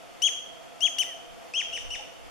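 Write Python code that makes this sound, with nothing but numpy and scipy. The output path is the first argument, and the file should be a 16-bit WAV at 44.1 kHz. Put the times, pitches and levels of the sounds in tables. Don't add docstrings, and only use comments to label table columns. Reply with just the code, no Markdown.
import sys
import numpy as np
from scipy import signal
from scipy.fft import rfft, irfft
from scipy.io import wavfile

SR = 44100
rng = np.random.default_rng(int(sys.argv[2]) if len(sys.argv) > 2 else 0)


def to_wav(sig):
    pcm = np.clip(np.atleast_2d(sig), -1, 1) * 32767
    pcm = np.round(pcm).astype(np.int16)
    wavfile.write(sys.argv[1], SR, pcm.T)


N = 101429

# (start [s], peak time [s], end [s], start pitch [Hz], peak pitch [Hz], level [dB],
#  swell in the rise [dB], fade in the dive [dB], overtone gain [dB], step per further overtone [dB],
#  snap gain [dB], left minus right [dB], echo of base tone and snap [dB], echo of overtones [dB])
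CHIRPS = [(.2192, .257, .293, 2780, 3335, -14, 10, 20, 2, -1, -13, 9, -3, -1),
          (.8060, .850, .885, 2680, 3320, -14, 21, 19, -6, 0, -17, 11, -5, 3),
          (.9842, 1.005, 1.037, 2790, 3130, -19, 1, 10, 3, 2, -7, 9, -3, -4),
          (1.5368, 1.582, 1.622, 2420, 3265, -22, 0, 0, -3, -4, -11, 6, 0, 2),
          (1.7270, 1.749, 1.781, 2620, 3060, -28, -2, -3, -1, -1, -10, 6, 2, 4),
          (1.9040, 1.926, 1.960, 2660, 3040, -29, -2, -4, -1, -1, -10, 6, 3, 5)]
# (frequency [Hz], gain [dB])
CHIRP_COLOUR = [(1600, -13), (2400, -8.5), (3200, -2), (3650, -10), (4000, -21), (4500, -27.5),
                (5400, -12.5), (6400, -15.5), (7800, -23), (9100, -24), (10100, -39.5), (12400, -34.5),
                (13200, -51)]
# (start [s], length [s], start pitch [Hz], middle pitch [Hz], end pitch [Hz], level [dB])
FAR_CALLS = [(1.037, .11, 1946, 1950, 1550, -48), (1.984, 0.042, 790, 833, 750, -43.5),
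             (2.021, 0.071, 700, 626, 543, -57)]
# (pitch [Hz], width [Hz], level [dB])
COO_BANDS = [(278, 35, -68.5), (486.6, 34, -61.5), (530, 64, -60.5), (680.7, 55, -52.5)]
# (frequency [Hz], relative level [dB])
WIND_SPECTRUM = [(25, -6), (70, -9.5), (150, -1), (250, -3), (400, 0), (560, -7), (800, -1), (1020, -6.5),
                 (1300, -4.5), (1600, -10), (2400, -10), (3200, -10.5), (3900, -16), (5000, -17.5),
                 (7000, -19), (10000, -24.5), (12500, -25.5), (14500, -40)]
# (frequency [Hz], likeness [-1 opposite to 1 same])
WIND_LIKENESS = [(30, -0.84), (150, -0.95), (350, -0.86), (550, -1.16), (800, -0.21), (1400, -0.052),
                 (3000, 0.46), (12000, -0.077)]
# (peak time [s], level [dB])
WIND_PUFFS = [(1.32, -51), (1.74, -53.5), (1.89, -38), (2.25, -49.5)]
# (frequency [Hz], width [Hz])
MIC_DIPS = [(3980, 216), (7930, 180)]

T = np.arange(N) / SR
BIN_HZ = np.maximum(np.arange(N + 1) * SR / (2 * N), 1)


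def bird():
    direct, spread = np.zeros((2, N)), np.zeros(N)
    wobbles = drift(320), drift(50), drift(200)
    rasp = 1 + amp(-41) * drift(1000)
    noise = rng.standard_normal(N)
    for (start, peak, end, start_hz, peak_hz, db, swell_db, fade_db,
         overtone_db, step_db, snap_db, pan_db, echo_db, upper_echo_db) in CHIRPS:
        base, *overtones = rasp * whistle(start, peak, end, start_hz, peak_hz, swell_db, fade_db, wobbles)
        lower = base + amp(snap_db) * snap(start, noise)
        upper = sum(amp(overtone_db + k * step_db) * tone for k, tone in enumerate(overtones))
        direct += amp(db) * pan(pan_db) * (lower + upper)
        spread += amp(db + echo_db) * lower + amp(db + upper_echo_db) * upper
    return direct, spread


def whistle(start, peak, end, start_hz, peak_hz, swell_db, fade_db, wobbles):
    end_hz, attack_s, release_s = 1534.5, 0.0024, 0.0023
    waver, flutter, shimmer = wobbles
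    rise_left = np.clip((peak - T) / (peak - start), 0, 1)
    dive = np.clip((T - peak) / (end - peak), 0, 1)
    arch_hz = peak_hz - (peak_hz - start_hz) * rise_left ** 1.55 - (peak_hz - end_hz) * dive ** 2.1
    hz = arch_hz * (1 + .0035 * waver)
    gate = np.clip((T - start) / attack_s, 0, 1) * np.clip((end - T) / release_s, 0, 1)
    on = gate > 0
    phase = 2 * np.pi * np.cumsum(hz[on]) / SR
    base_db = -swell_db * rise_left[on] ** 2
    shared_db = 0.6 * flutter[on] - fade_db * dive[on] ** 2.28
    upper_db = 3 * shimmer[on] + 0.55 * base_db - 3.5 * dive[on]
    tones = np.zeros((4, N))
    for k, tone in enumerate(tones, 1):
        db = at_hz(CHIRP_COLOUR, k * hz[on]) + shared_db + (upper_db if k > 1 else base_db)
        tone[on] = amp(db) * np.sin(k * phase)
    return tones * gate


def snap(start, noise, decay_s=0.0033, band_hz=(1870, 7400)):
    burst = noise * (T >= start) * np.exp(-np.abs(T - start) / decay_s)
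    return cut(burst + 1e-18, band_hz, "band")


def bush_echoes(sound, first_echo_s=0.0045, build_s=0.026, near_per_s=4200, treble_hz=4700):
    age = np.maximum(T - first_echo_s, 0)

    def echoes(shape, ring_s):
        train = rng.standard_normal((2, N)) * shape * amp(-60 * age / ring_s)
        return train / np.sqrt(np.sum(train ** 2, axis=1, keepdims=True))

    build = 1 - np.exp(-age / build_s)
    arrivals = (rng.random((2, N)) < near_per_s / SR) * (age > 0)
    near = amp(-3.5) * pan(6) * echoes(arrivals, ring_s=0.34)
    tail = amp(-4) * cut(echoes(build, ring_s=0.75), treble_hz, "low")
    treble = amp(-4.5) * cut(echoes(build, ring_s=0.48), treble_hz, "high")
    response = cut(near + tail + treble, hz=2470, kind="high")
    return signal.fftconvolve(sound[None], response, axes=1)[:, :N]


def far_calls():
    calls = np.zeros(N)
    blur = 1 + .022 * drift(123)
    for start, length, start_hz, middle_hz, end_hz, db in FAR_CALLS:
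        progress = np.clip((T - start) / length, 0, 1)
        arch = np.polyfit([0, .5, 1], [start_hz, middle_hz, end_hz], 2)
        hz = np.polyval(arch, progress) * blur
        calls += amp(db) * np.sin(np.pi * progress) * np.sin(2 * np.pi * np.cumsum(hz) / SR)
    return calls


def cooing_chorus():
    voices = np.zeros((2, N))
    for pitch, width, db in COO_BANDS:
        band = 1 / (1 + ((BIN_HZ - pitch) / width * 1.5) ** 2)
        voices += amp(db + 2.1 * drift(2.3)) * stereo_noise(band, likeness=.7)
    return pan(-2.5) * voices


def grass_wind(level_db=-47.5):
    colour = amp(at_hz(WIND_SPECTRUM, BIN_HZ))
    return amp(level_db + .5 * drift(12)) * stereo_noise(colour, at_hz(WIND_LIKENESS, BIN_HZ))


def wind_puffs(rise_s=0.053, fall_s=0.064, centre_hz=34.6, half_width_hz=40):
    swell = sum(amp(db) * np.exp(-np.maximum((peak - T) / rise_s, (T - peak) / fall_s))
                for peak, db in WIND_PUFFS)
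    low_band = 1 / (1 + ((BIN_HZ - centre_hz) / half_width_hz) ** 4)
    return swell * stereo_noise(low_band, likeness=-.95)


def amp(db):
    return 10 ** (np.asarray(db) / 20)


def unit(x):
    return x / np.sqrt(np.mean(x ** 2) + 1e-20)


def at_hz(points, hz):
    frequencies, values = np.transpose(points)
    return np.interp(np.log(hz), np.log(frequencies), values)


def drift(rate_hz):
    pole = np.exp(-2 * np.pi * rate_hz / SR)
    return unit(signal.lfilter([1], [1, -2 * pole, pole * pole], rng.standard_normal(2 * N))[N:])


def pan(db):
    return amp(np.array([[db / 2], [-db / 2]]))


def stereo_noise(colour, likeness):
    mid, side = rfft(rng.standard_normal((2, 2 * N)))
    likeness = np.clip(likeness, -.99, .99)
    spectrum = np.sqrt(1 + likeness) * mid + np.sqrt(1 - likeness) * side * [[1], [-1]]
    return unit(irfft(colour * spectrum)[:, :N])


def cut(x, hz, kind):
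    return signal.sosfilt(signal.butter(3, hz, kind, fs=SR, output="sos"), x)


def scene():
    direct, spread = bird()
    return direct + bush_echoes(spread) + far_calls() + grass_wind() + cooing_chorus() + wind_puffs()


def record(dry):
    cutoff_hz = 14500
    for hz, width in MIC_DIPS:
        dry = signal.lfilter(*signal.iirnotch(hz, hz / width, fs=SR), dry)
    return signal.sosfilt(signal.ellip(10, .1, 80, cutoff_hz, fs=SR, output="sos"), dry)


dry = scene()
out = record(dry)
to_wav(out)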